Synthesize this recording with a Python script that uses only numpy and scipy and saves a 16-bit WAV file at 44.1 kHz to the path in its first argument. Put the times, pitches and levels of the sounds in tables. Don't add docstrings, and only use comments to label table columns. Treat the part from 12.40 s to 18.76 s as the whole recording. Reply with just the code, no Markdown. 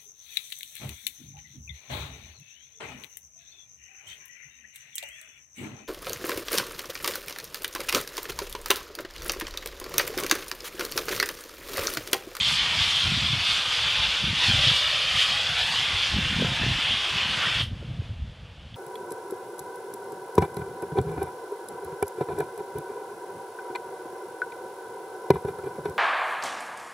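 import sys
import numpy as np
from scipy import signal
from scipy.io import wavfile
from scipy.ndimage import uniform_filter1d

SR = 44100
rng = np.random.default_rng(int(sys.argv[2]) if len(sys.argv) > 2 else 0)


def linear_from_db(decibels):
    return 10 ** (np.asarray(decibels, float) / 20)


def store_pcm(level_fs):
    pcm = np.round(np.clip(level_fs, -1, 1) * 32767).astype(np.int16)
    wavfile.write(sys.argv[1], SR, np.atleast_2d(pcm).T)


N = 280476


def evened(x):
    return x / np.sqrt(np.mean(x ** 2) + 1e-20)


def read(points, hz):
    f, value = np.transpose(points)
    return np.interp(np.log(hz + 1), np.log(f + 1), value)


def follow(rows, t):
    s, *columns = np.transpose(rows)
    return [np.interp(t, s, c) for c in columns]


def grid(size):
    hz = np.fft.rfftfreq(size, 1 / SR)[:, None]
    t = np.arange(4 * N // size + 5) * size / 4 / SR
    return hz, t


def blotches(hz, t, width_hz, length_s):
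    field = rng.standard_normal((len(t), len(hz))).T
    field = uniform_filter1d(field, max(1, round(width_hz / hz[1, 0])), 0)
    return evened(uniform_filter1d(field, max(1, round(length_s / t[1])), 1))


def noise(magnitude):
    real, imag = rng.standard_normal(magnitude.shape[::-1] + (2,)).T
    white = real + 1j * imag
    size = 2 * len(magnitude) - 2
    _, both = signal.istft([white, white * magnitude], nperseg=size, noverlap=3 * size // 4)
    flat, shaped = both[:, :N]
    return shaped / flat.std()


# t/s (centre), lift/dB, half length/s (to 1/e), extra treble/dB
FLARES = [(0.123, 1, 0.071, 7), (0.196, 5, 0.034, -10.5), (0.413, 3, .03, -3), (.48, 3.5, 0.075, 0),
          (0.615, 2, 0.046, -1), (0.785, 3, 0.041, -4), (1.112, 4.5, 0.058, 0.5), (1.35, 3, .05, -1),
          (1.66, 3.5, 0.21, -4), (2.075, 1.5, 0.037, .1), (2.278, 7.5, 0.045, -8), (2.367, .5, 0.036, 4),
          (2.6, 1, 0.06, -1), (2.81, 3.5, 0.056, 3.5), (2.9, 1, .05, 1.5), (3.2, 2.5, 0.045, 0),
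          (3.353, 2.5, .1, 2.5), (3.627, 3.5, 0.082, -1), (4.004, -0.5, .06, 1), (4.501, 2.5, 0.05, -2),
          (4.88, -1, .04, 0)]
# dB per dB of aim, dB per dB of roar, share of a flare missed (0-1)
ROAR, MIDDLE, UPPER, TREBLE = (-0.65, 1.01, 1), (-0.2, 0.35, 0.34), (0.6, .1, .1), (0.5, 0.19, .01)


def jet_gain_db(hz, t, level_db, aim_db, roar_db):
    s, lift_db, half_s, treble_db = np.transpose(FLARES)[:, :, None]
    bump = np.exp(-((t - s) / half_s) ** 2)
    flare_db = (lift_db * bump).sum(0)

    def bell(centre_hz, width):
        return np.exp(-(np.log(hz / centre_hz + 0.014) / width) ** 2)

    high = 1 / (1 + (6000 / (hz + 1)) ** 4)
    low = 1 / (1 + (hz / 1700) ** 4)
    bands = [(high, TREBLE), (low, ROAR), (bell(2200, 0.28), MIDDLE), (bell(4500, 0.24), UPPER)]
    colour_db = high * (treble_db * bump).sum(0)
    for band, (aimed, roaring, missed) in bands:
        colour_db = colour_db + band * (aimed * aim_db + roaring * roar_db - missed * flare_db)
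    return level_db + flare_db + colour_db


# t/s, level/dB, aim/dB (towards us bright, away dull), roar/dB (flame against steel)
JET = [(0, -25.5, 2, -4), (.3, -27, 1.3, 2.5), (.6, -25.5, 0.93, -2), (.9, -27.5, 1.3, 0.5),
       (1.5, -26.5, 0.1, 0.5), (1.93, -28.5, -0.71, -1), (2.04, -22, -0.74, 0), (2.2, -23.5, 1.1, 0.5),
       (2.45, -25.5, .5, -1), (2.95, -26.5, 0.5, 0.5), (3.1, -27.5, 0.1, 0), (3.55, -29, -0.49, 3.5),
       (3.85, -29, -0.23, 1.4), (4.2, -28.5, -1.5, 1.5), (4.75, -27.5, -2.3, -0.4), (5.05, -28.5, -2, 6),
       (5.21, -28.5, -0.73, .1)]
# t/s, extra path/ms, share of direct sound (0-1)
BOUNCE = [(0, 0.9, 0.53), (.3, 0.95, .2), (1.1, 0.85, 0.25), (1.85, 0.82, 0.12), (2.05, 1.1, 0.5),
          (2.3, 1.75, 0.34), (2.55, 1.66, 0.7), (2.72, 1.6, 0.25), (2.9, 1.63, .55), (3.1, 1.45, 0.5),
          (3.3, 1.09, 0.5), (3.45, 0.9, 0.32), (3.7, 0.86, 0.2), (3.9, 1.1, 0.02), (4.12, 1.35, 0.22),
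          (4.3, 1.08, 0.3), (4.55, 0.87, 0.02), (4.95, 0.6, 0.25)]
BOUNCE_HZ = 2920
SHUT_S = 5.222
BLEED_DB, BLEED_S = -2.5, 0.027


def jet():
    hz, t = grid(size=512)
    gain_db = jet_gain_db(hz, t, *follow(JET, t))
    tearing_db = 0.8 * blotches(hz, t, 400, .12)
    tearing_db += 0.63 * blotches(hz, t, 8000, .012)
    tearing_db += 0.98 * blotches(hz, t, 1500, .05)
    path_ms, share = follow(BOUNCE, t)
    reflected = share / (1 + (hz / BOUNCE_HZ) ** 2)
    comb = abs(1 + reflected * np.exp(-2j * np.pi * hz * path_ms / 1000))
    hiss = noise(comb * linear_from_db(gain_db + tearing_db))
    after_s = np.arange(N) / SR - SHUT_S
    thin = np.diff(hiss, n=2, prepend=[0, 0])
    bleed_fade = np.sqrt(np.clip(1 - after_s / BLEED_S, 0, 1)) * (after_s > 0)
    flame = hiss * np.clip(-after_s / 0.0021, 0, 1)
    return flame + thin * linear_from_db(BLEED_DB) * bleed_fade


YARD_DB, YARD_T60_S = -4.5, 0.22
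SHIFT_S = 0.2483


def deck(x):
    out = np.pad(x, (0, 2 * SR))
    hop, t = round(SHIFT_S * SR), np.arange(SR // 4) / SR
    fade = np.sqrt(np.hanning(2 * hop))
    padded = np.pad(x, 2 * hop)
    for start in range(-hop, N, hop):
        echoes = rng.choice([-1., 1.], len(t)) * (rng.random(len(t)) < 5000 / SR)
        decay = (t > .002) * linear_from_db(-60 * t / YARD_T60_S)
        tail = signal.lfilter([1, -.2], 1, echoes * decay)
        tail = linear_from_db(YARD_DB) * tail / np.linalg.norm(tail)
        part = padded[start + 2 * hop:][:2 * hop] * fade
        wet = signal.fftconvolve(part, tail)[max(0, -start):]
        out[max(0, start):][:len(wet)] += wet
    return out[:N]


# f/Hz, relative level/dB
PORT = [(180, -37.5), (300, -21), (434, -21), (476, -15), (608, -15), (1330, -9.5), (1550, -8),
        (2110, -7.5), (3010, 0), (3300, 0.5), (3560, -1), (3840, -6.5), (4770, -10.5), (5910, -18.5),
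        (11800, -35), (15300, -63), (22000, -120)]


def port(x):
    gain_db = np.maximum(read(PORT, abs(np.fft.fftfreq(4096, 1 / SR))), -100)
    log_gain = np.log(linear_from_db(gain_db))
    taps = np.fft.ifft(np.exp(np.conj(signal.hilbert(log_gain)))).real[:2048]
    return signal.oaconvolve(x, taps / np.linalg.norm(taps))[:N]


# t/s, level/dB
WASH = [(5.3, -53.5), (5.39, -51), (5.6, -52.5), (5.645, -50.5), (5.77, -55.5), (6.3, -55)]
# f/Hz, level/dB
WASH_TILT = [(250, 18), (500, 19), (1000, 8.5), (2000, 3.5), (4000, -0.5), (8000, 3), (12000, 4.5)]


def wash():
    hz, t = grid(size=1024)
    level_db, = follow(WASH, t)
    patches_db = 0.5 * blotches(hz, t, 600, 0.031)
    return noise(linear_from_db(level_db + read(WASH_TILT, hz) + patches_db))


# t/s (start), length/s, level/dB (at start, before rumble trim), upper rumble lift/dB
GUSTS = [(0, 0.39, -35.5, 3.5), (.38, 0.093, -30, -4), (.48, .12, -37.5, 1), (0.636, 0.39, -28.5, -3),
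         (1.098, 0.05, -30.5, -15), (1.397, .1, -36, -2), (1.55, .14, -33, -9), (1.817, 0.16, -28, .5),
         (2.059, 0.27, -27, -6.5), (2.74, 0.043, -29.5, -9.5), (2.9, 0.16, -38.5, 2),
         (3.08, 0.13, -34.5, -6), (3.25, 0.26, -38, 5), (3.496, 0.11, -29.5, -13), (3.702, 0.19, -24.5, 1),
         (3.903, 0.25, -28.5, 7), (4.177, 0.17, -25.5, 3), (4.357, .07, -30, -2), (4.486, 0.075, -27, -3),
         (4.71, 0.39, -37, 11), (5.134, 0.52, -28.5, -2), (5.67, 0.24, -30, -8), (5.917, 0.19, -36, -4.5),
         (6.178, 0.12, -38.5, -2), (6.313, .1, -35, -5)]
CALM_DB, CALM_LIFT_DB = -41.5, -2
GUST_RISE_S, GUST_FALL_S, GUST_SAG_DB_PER_S = 0.054, 0.063, 4.5


def gusts(t):
    s, length_s, db, lift_db = np.transpose(GUSTS)[:, :, None]
    rise = (t - s) / GUST_RISE_S + .5
    fall = (s + length_s - t) / GUST_FALL_S + .5
    on = np.clip(np.minimum(rise, fall), 0, 1)
    over_calm_db = db - GUST_SAG_DB_PER_S * (t - s) - CALM_DB
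    level_db = CALM_DB + (on * over_calm_db).sum(0)
    return level_db, CALM_LIFT_DB + (on * (lift_db - CALM_LIFT_DB)).sum(0)


CORNER_HZ, CORNER_DB_PER_DB = 150.4, 0.14


def rumble():
    hz, t = grid(size=1024)
    level_db, lift_db = gusts(t)
    corner_hz = CORNER_HZ * linear_from_db(CORNER_DB_PER_DB * (level_db - CALM_DB))
    upper_db = lift_db / (1 + (130 / (hz + 1)) ** 4)
    patches_db = 1.6 * blotches(hz, t, 130, .04)
    shape = linear_from_db(upper_db + patches_db) / (1 + (hz / corner_hz) ** 4.06)
    shape /= np.sqrt((shape ** 2).mean(0))
    slow = signal.lfilter(*signal.butter(2, 25, fs=SR), rng.standard_normal(N))
    lumps_db = 3 * evened(slow)
    return noise(shape * linear_from_db(level_db - 4)) * linear_from_db(lumps_db)


# t/s (centre), peak/dB, f/Hz
BUFFETS = [(0.415, -34, 89), (0.653, -25.5, 86), (0.697, -28, 102), (0.722, -21, 168), (0.741, -27, 165),
           (0.768, -30, 115), (0.823, -26.5, 135), (0.905, -23.5, 124), (0.934, -19.5, 133),
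           (0.968, -33, 101), (1.011, -30, 90), (1.841, -23, 162), (1.908, -27, 100), (1.932, -24.5, 173),
           (2.089, -22, 109), (2.143, -21, 115), (2.196, -22.5, 132), (2.213, -27, 101),
           (2.276, -20.5, 121), (2.314, -25, 141), (3.534, -27.5, 80), (3.735, -25, 72), (3.751, -22.5, 59),
           (3.766, -23, 168), (3.789, -19, 192), (3.829, -23.5, 81.6), (3.962, -22, 176), (3.99, -21, 205),
           (3.999, -27, 420), (4.012, -19, 211), (4.022, -25, 557), (4.023, -19, 480), (4.029, -19, 220),
           (4.047, -22.5, 450), (4.05, -20, 162), (4.085, -25, 101), (4.213, -27, 123), (4.235, -26.5, 393),
           (4.241, -23, 101), (4.264, -29, 380), (4.283, -21, 122), (4.311, -25.5, 100),
           (4.387, -31.5, 251), (5.161, -29, 105), (5.233, -23, 108.3), (5.322, -25.5, 94.5),
           (5.398, -27, 115), (5.428, -38, 400), (5.435, -30, 124), (5.517, -26, 122), (5.597, -22, 101),
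           (5.62, -38, 420), (5.711, -26, 98), (5.821, -21, 66.6), (5.869, -33, 122), (5.97, -39, 90),
           (6.053, -34.8, 95), (6.346, -32, 99.2)]
BUFFET_TURNS, TURNS_SPREAD = 1.63, 0.17


def buffets():
    out = np.zeros(N)
    for (s, db, pitch_hz), (phase, size) in zip(BUFFETS, rng.random((len(BUFFETS), 2))):
        cycles = BUFFET_TURNS * (1 + TURNS_SPREAD * (2 * size - 1))
        turns = np.arange(-1.5 * cycles, 1.394 * cycles, pitch_hz / SR)
        angle = 2 * np.pi * (turns + phase)
        wave = np.sin(angle + 0.21 * np.sin(angle))
        eddy = np.exp(-2.8 * (turns / cycles) ** 2) * wave
        part = out[round(s * SR) - len(turns) // 2:][:len(turns)]
        part += linear_from_db(db) * eddy[:len(part)]
    return out


# t/s, level/dB (before deck and port), f/Hz, t60/s
TICKS = [(5.2207, -20, 3000, .002), (6.343, -41, 3350, .011)]


def ticks():
    out, t = np.zeros(N + 2000), np.arange(1200) / SR
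    for s, db, ring_hz, t60_s in TICKS:
        ring = linear_from_db(db - 60 * t / t60_s) * np.sin(2 * np.pi * ring_hz * t)
        out[round(s * SR):][:len(t)] += ring
    return out[:N]


def scene():
    airborne = deck(jet() + ticks()) + wash()
    mono = port(airborne) + rumble() + buffets()
    return np.array([mono, mono])


def top_cut(x):
    return signal.sosfilt(signal.butter(12, 12860, fs=SR, output="sos"), x)


def record(dry):
    bass_cut = signal.butter(3, 48, "high", fs=SR, output="sos")
    band_limit = signal.firwin(1023, 12150, window=("kaiser", 9), fs=SR)
    mix = signal.sosfilt(bass_cut, dry)
    mix = signal.oaconvolve(mix, band_limit[None], "same")
    return top_cut(mix)


dry = scene()
out = record(dry)
store_pcm(out)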